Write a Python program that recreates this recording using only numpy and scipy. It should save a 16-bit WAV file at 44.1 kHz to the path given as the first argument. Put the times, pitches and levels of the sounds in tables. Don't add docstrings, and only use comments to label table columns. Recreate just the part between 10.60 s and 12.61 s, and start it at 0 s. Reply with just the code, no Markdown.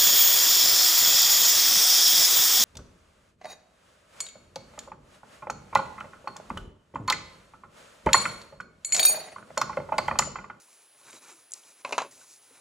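import sys
import numpy as np
from scipy import signal
from scipy.fft import rfft, irfft
from scipy.io import wavfile

SR = 44100
rng = np.random.default_rng(int(sys.argv[2]) if len(sys.argv) > 2 else 0)


def natural_amplitude(level_db):
    exponent = np.asarray(level_db, float) / 20
    return 10 ** exponent


def to_wav(s):
    ch = np.atleast_2d(s).T
    pcm = np.round(np.clip(ch, -1, 1) * 32767)
    wavfile.write(sys.argv[1], SR, pcm.astype(np.int16))


N = 88508

# [f/Hz, level/dB]
HUSH_SPECTRUM = [(25, -34), (120, -18.5), (400, -3), (2500, -5.5), (6600, -8.5), (9000, -7.5), (13500, -14),
                 (16000, -10.5)]
# [t/s, rumble level/dB]
ARM_WEIGHT = [(0, -90), (.1, -98), (.33, -93), (.42, -80), (.53, -73), (.6, -86), (.72, -98), (.8, -81),
              (0.921, -104), (1.2, -98), (1.4, -92), (1.52, -74), (1.65, -79.5), (1.699, -88), (1.85, -89),
              (1.95, -81), (2.01, -88)]
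# [f/Hz, level/dB]
RUMBLE_SPECTRUM = [(15, -40), (35, -24), (70, -9.5), (100, -3.5), (140, 1), (175, -18), (300, -60)]
# [start t/s, peak t/s, end t/s, tube-on-wood level/dB, skin-on-paper level/dB]
HAND_MOVES = [(-.1, -0.012, 0.1, -65, -57.5), (0.026, 0.13, 0.24, -70, -61.5), (0.1, 0.235, 0.29, -71, -65),
              (0.347, .41, 0.41, -66, -61), (0.385, 0.511, 0.51, -53.5, -55),
              (0.47, 0.564, 0.61, -55, -52.5), (0.591, 0.639, 0.717, -56.5, -56),
              (0.652, 0.695, 0.77, -53.5, -53.5), (0.694, 0.772, 0.9, -67, -61.5),
              (0.903, .965, 1.06, -64, -55), (0.963, 1.097, 1.177, -63, -58),
              (1.11, 1.253, 1.22, -60.5, -58.5), (1.23, 1.268, 1.58, -55.5, -58.5),
              (1.51, 1.507, 1.71, -65, -55), (1.553, 1.634, 1.664, -62, -56),
              (1.61, 1.723, 1.817, -73, -54), (1.792, 1.833, 1.99, -70.5, -63),
              (1.864, 1.97, 2.15, -62.5, -62)]
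# [f/Hz, level/dB]
SKIN_SPECTRUM = [(700, -67), (2500, -9), (3200, -16.5), (4200, -7), (5500, -4.5), (6600, 0.5), (8000, -3.5),
                 (15500, -20.5)]
# [f/Hz, width/Hz, level/dB]
SLIDE_RESONANCES = [(130, 12.4, -29), (330, 270, -4.5), (582, 230, -3), (943, 320, 0), (1423, 370, 0.5),
                    (2390, 370, -1), (3925, 200, -4)]
# [t/s, level/dB, f/Hz, ring/ms]
BURSTS = [(0.0821, -56, 1000, 5.9), (0.5093, -39.5, 8700, 1.3), (0.5638, -49, 3970, 3.1),
          (0.725, -42, 7300, 2.6), (0.9097, -36.5, 8300, 0.24), (0.9197, -23, 7240, 0.44),
          (.9366, -16.5, 7570, 0.36), (0.9417, -29, 5250, 0.47), (0.9642, -45, 6400, 0.14),
          (1.0362, -52.5, 3240, 1.6), (1.61, -53, 1505, 9.2), (0.536, -51.5, 403, 6.1),
          (.538, -48.5, 273.3, 4), (.547, -45.5, 393, 3.8), (0.55, -64, 310, 11), (.712, -60.5, 364, 29),
          (0.734, -60, 331, 20), (.76, -65.5, 314, 18), (.455, -61, 3850, 14), (0.489, -58, 3760, 27),
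          (.548, -62, 3950, 9.1), (.575, -56, 3880, 12), (.625, -58, 2460, 14), (1.3806, -11.5, 1060, 1.27),
          (1.4175, -21, 730, 1.46), (1.522, -58, 1890, 7.2), (1.385, -36.5, 1658, 8.8),
          (1.323, -34.5, 420, 7.3), (1.274, -43, 880, 11), (1.296, -52, 1510, 8), (1.3266, -31, 2430, 6.7),
          (1.327, -37, 2900, 3.7), (1.333, -38.5, 2630, 8), (1.383, -23.5, 1055, 7.8), (1.381, -32, 610, 9),
          (1.382, -29, 1330, 7.7), (1.248, -36, 2130, 4.8), (1.248, -41, 570, 9), (.528, -53, 2320, 6),
          (.528, -55, 4370, 5), (1.252, -40, 2600, 5.6), (1.308, -39, 955, 5), (1.406, -34, 793, 11),
          (1.402, -27, 1136, 4.7), (1.458, -44.5, 414, 6.5), (1.906, -55, 470, 10), (1.905, -63, 269, 31)]
# [f/Hz, level/dB, t60/s]
DESK_TAIL = [(60, 10.5, 0.22), (141, 4, 0.72), (318, 3.5, 0.35), (610, 4, 0.17), (1150, 5, 0.15),
             (2450, 1, 0.19), (5000, 4.5, 0.21), (11800, -3, 0.2)]
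# [t/s, board level/dB, tube level/dB, rim level/dB, crack level/dB]
BLOWS = [(.347, -57, -61.5, -66, -69), (0.4126, -57.5, -58.5, -71, -50.5), (0.5295, -51, -52.5, -52.5, -42),
         (.961, -55.5, -57, -74, -54.5), (1.2481, -29.5, -28, -32, -35.5), (1.2508, -54, -32.5, -40, -65),
         (1.2756, -38.5, -48, -60, -56), (1.292, -34.5, -42, -53, -41.5), (1.309, -34.5, -36.5, -75, -41.5),
         (1.3238, -25, -46, -34, -24.5), (1.3272, -36, -27, -31.5, -37.5), (1.3305, -36, -26.5, -37, -32),
         (1.38, -24.5, -29, -36, -21.5), (1.3829, -33.5, -24, -33, -69), (1.3871, -37, -21.5, -29.5, -30),
         (1.403, -37.5, -32.5, -36.5, -51), (1.419, -33.5, -36, -44, -34), (1.408, -39, -43, -40, -52),
         (1.4234, -38.5, -28, -47, -63), (1.437, -60, -40.5, -50, -50), (1.447, -42.5, -55, -51, -62),
         (1.461, -55, -58, -68, -62), (1.526, -57, -71, -70, -59), (1.576, -55.5, -73, -59, -74),
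         (1.955, -56.5, -69, -65, -82)]
# [f/Hz, level/dB, t60/s]
BOARD_MODES = [(151.7, -19.5, 0.14), (262, -9, 0.082), (433, -8, 0.045), (500, -8, 0.014), (570, 3, 0.032),
               (634, -8, 0.065), (732, -15.5, 0.08)]
# [f/Hz, level/dB, t60/s]
TUBE_MODES = [(936, -11, 0.036), (1000, -2.5, 0.034), (1046, -2, 0.028), (1080, -6, 0.021),
              (1232, -10.5, 0.04), (1330, -13.5, 0.019), (1612, -9.5, 0.039), (1030, -9, 0.0083)]
# [f/Hz, level/dB, t60/s]
RIM_MODES = [(2130, 3, 0.018), (2430, 7.5, 0.0092), (2600, 1.5, 0.033), (2810, -3.5, 0.03),
             (3104, -5, 0.024), (3970, -10.5, 0.046), (4700, -26, .02)]
# [f/Hz, level/dB]
CRACK_SPECTRUM = [(1470, -37), (2500, -11), (4190, -6), (4840, -11.5), (6630, -7), (7990, -13.5),
                  (9710, -21.5), (15000, -40)]

HUSH_DB = -62.5
RISE_MS = 0.91


def evened(x):
    return x / np.sqrt(np.mean(x ** 2) + 1e-20)


def read(points, hz, axis=1):
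    p = np.array(points, float)
    return np.interp(np.log(hz + 1), np.log(p[:, 0] + 1), p[:, axis])


def add(mix, s, sound):
    part = mix[round(s * SR):][:len(sound)]
    part += sound[:len(part)]


def coloured(x, points):
    gain = natural_amplitude(read(points, np.fft.rfftfreq(len(x), 1 / SR)))
    return evened(irfft(rfft(x) * gain, len(x)))


def resonate(x, hz, width):
    return signal.lfilter(*signal.iirpeak(hz, hz / width, SR), x)


def high_pass(x, order, hz):
    return signal.lfilter(*signal.butter(order, hz, "high", fs=SR), x)


def room():
    t = np.arange(N) / SR
    whine_hz, whine_db, warm_s = 9778.7, -62.5, 0.23
    whine_gain = natural_amplitude(whine_db - 2 * np.exp(-t / warm_s)) * np.sqrt(2)
    whine = whine_gain * np.sin(2 * np.pi * whine_hz * t)
    return natural_amplitude(HUSH_DB) * coloured(rng.standard_normal(N), HUSH_SPECTRUM) + whine


def rumble():
    s, db = np.transpose(ARM_WEIGHT)
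    weight = natural_amplitude(np.interp(np.arange(N) / SR, s, db))
    return weight * coloured(rng.standard_normal(N), RUMBLE_SPECTRUM)


def grit():
    grains_per_s, grain_db = 4000, 1.5
    size = natural_amplitude(grain_db * np.minimum(rng.exponential(1, N), 4))
    grains = size * (rng.random(N) < grains_per_s / SR)
    return rng.standard_normal(N) * (0.48 + grains)


def effort(axis):
    t = np.arange(N) / SR
    power = np.zeros(N)
    for move in HAND_MOVES:
        swell = np.sin(np.pi / 2 * np.interp(t, move[:3], [0, 1, 0])) ** 2
        power += (natural_amplitude(move[axis]) * swell) ** 2
    return np.sqrt(power)


def stroke():
    return effort(axis=4) * coloured(grit(), SKIN_SPECTRUM)


def slide():
    low_cut = signal.butter(4, 105, "high", fs=SR, output="sos")
    scrape = signal.sosfilt(low_cut, grit())
    patch_db, patch_s = 1.5, 0.015
    t, knots = np.arange(N) / SR, np.arange(0, N / SR + 1, patch_s)
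    patches = rng.standard_normal((len(SLIDE_RESONANCES), 400))
    total = np.zeros(N)
    for k, (hz, width, db) in enumerate(SLIDE_RESONANCES):
        grip = patch_db * np.interp(t, knots, patches[k, :len(knots)])
        gain = (-1) ** k * natural_amplitude(db + grip) * np.sqrt(250 / width)
        total += gain * resonate(scrape, hz, width)
    return effort(axis=3) * evened(total)


def desk(x):
    hz, t, z = signal.stft(rng.standard_normal(SR // 2), SR, nperseg=256)
    level, t60 = read(DESK_TAIL, hz)[:, None], read(DESK_TAIL, hz, axis=2)[:, None]
    tail = signal.istft(z * natural_amplitude(level - 60 * t / t60), SR, nperseg=256)[1]
    tail = tail * np.minimum(np.arange(len(tail)) / (0.00095 * SR), 1)
    return signal.fftconvolve(x, tail / np.linalg.norm(tail))[:N]


def ticks():
    out, t = np.zeros(N), np.arange(8000) / SR
    for s, db, hz, ms in BURSTS:
        u = t * 1000 / ms
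        burst = (2 * u * np.exp(1 - 2 * u)) ** 2
        add(out, s, natural_amplitude(db) * burst * np.sin(2 * np.pi * hz * t))
    echo_db, echo_t60, desk_db = -15.5, 0.015, -18.5
    echo = resonate(rng.standard_normal(8000), 7300, 1010)
    echo = echo * natural_amplitude(-60 * t / echo_t60) * np.clip(t / 0.0019 - 0.3, 0, 1)
    out = high_pass(out, 2, 203)
    flutter = signal.fftconvolve(out, echo)[:N]
    return out + natural_amplitude(echo_db) * flutter + natural_amplitude(desk_db) * desk(out)


def ring(modes, detune, flip=1):
    t = np.arange(8000) / SR
    tone = np.zeros(len(t))
    for k, ((hz, db, t60), d) in enumerate(zip(modes, detune)):
        tone += flip ** k * natural_amplitude(db - 60 * t / t60) * np.sin(2 * np.pi * hz * d * t)
    return tone * np.sin(np.pi / 2 * np.minimum(t * 1000 / RISE_MS, 1)) ** 2


def knocks():
    spots = np.zeros((3, N))
    t = np.arange(1024) / SR
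    detune, crack_t60, desk_db = 0.014, 0.017, -8
    chance = rng.standard_normal((len(BLOWS), 1100))
    for k, (s, board_db, tube_db, rim_db, crack_db) in enumerate(BLOWS):
        spot = spots[k % len(spots)]
        d = 1 + detune * chance[k, 1024:]
        board = natural_amplitude(board_db) * ring(BOARD_MODES, d)
        tube = natural_amplitude(tube_db) * ring(TUBE_MODES, d[20:])
        rim = natural_amplitude(rim_db) * ring(RIM_MODES, d[40:], flip=-0.94)
        add(spot, s, board + tube + rim)
        fade = natural_amplitude(crack_db - 60 * t / crack_t60) * np.minimum(t * 1000 / RISE_MS, 1)
        add(spot, s, fade * coloured(chance[k, :1024], CRACK_SPECTRUM))
    wet = sum(spot + natural_amplitude(desk_db) * desk(spot) for spot in spots)
    return high_pass(wet, 1, 674)


def scene():
    mono = knocks() + ticks() + slide() + stroke() + room() + rumble()
    apart_db, port_lag = -50, 1
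    own = [natural_amplitude(HUSH_DB + apart_db) * coloured(rng.standard_normal(N), HUSH_SPECTRUM) for _ in "LR"]
    return np.array([np.roll(mono, port_lag), mono]) + own


def top_cut(x):
    return signal.sosfilt(signal.butter(12, 16460, fs=SR, output="sos"), x)


def record(dry):
    band_limit = signal.firwin(255, 16350, fs=SR)
    narrow = signal.oaconvolve(dry, band_limit[None], "same")
    return top_cut(narrow)


dry = scene()
out = record(dry)
to_wav(out)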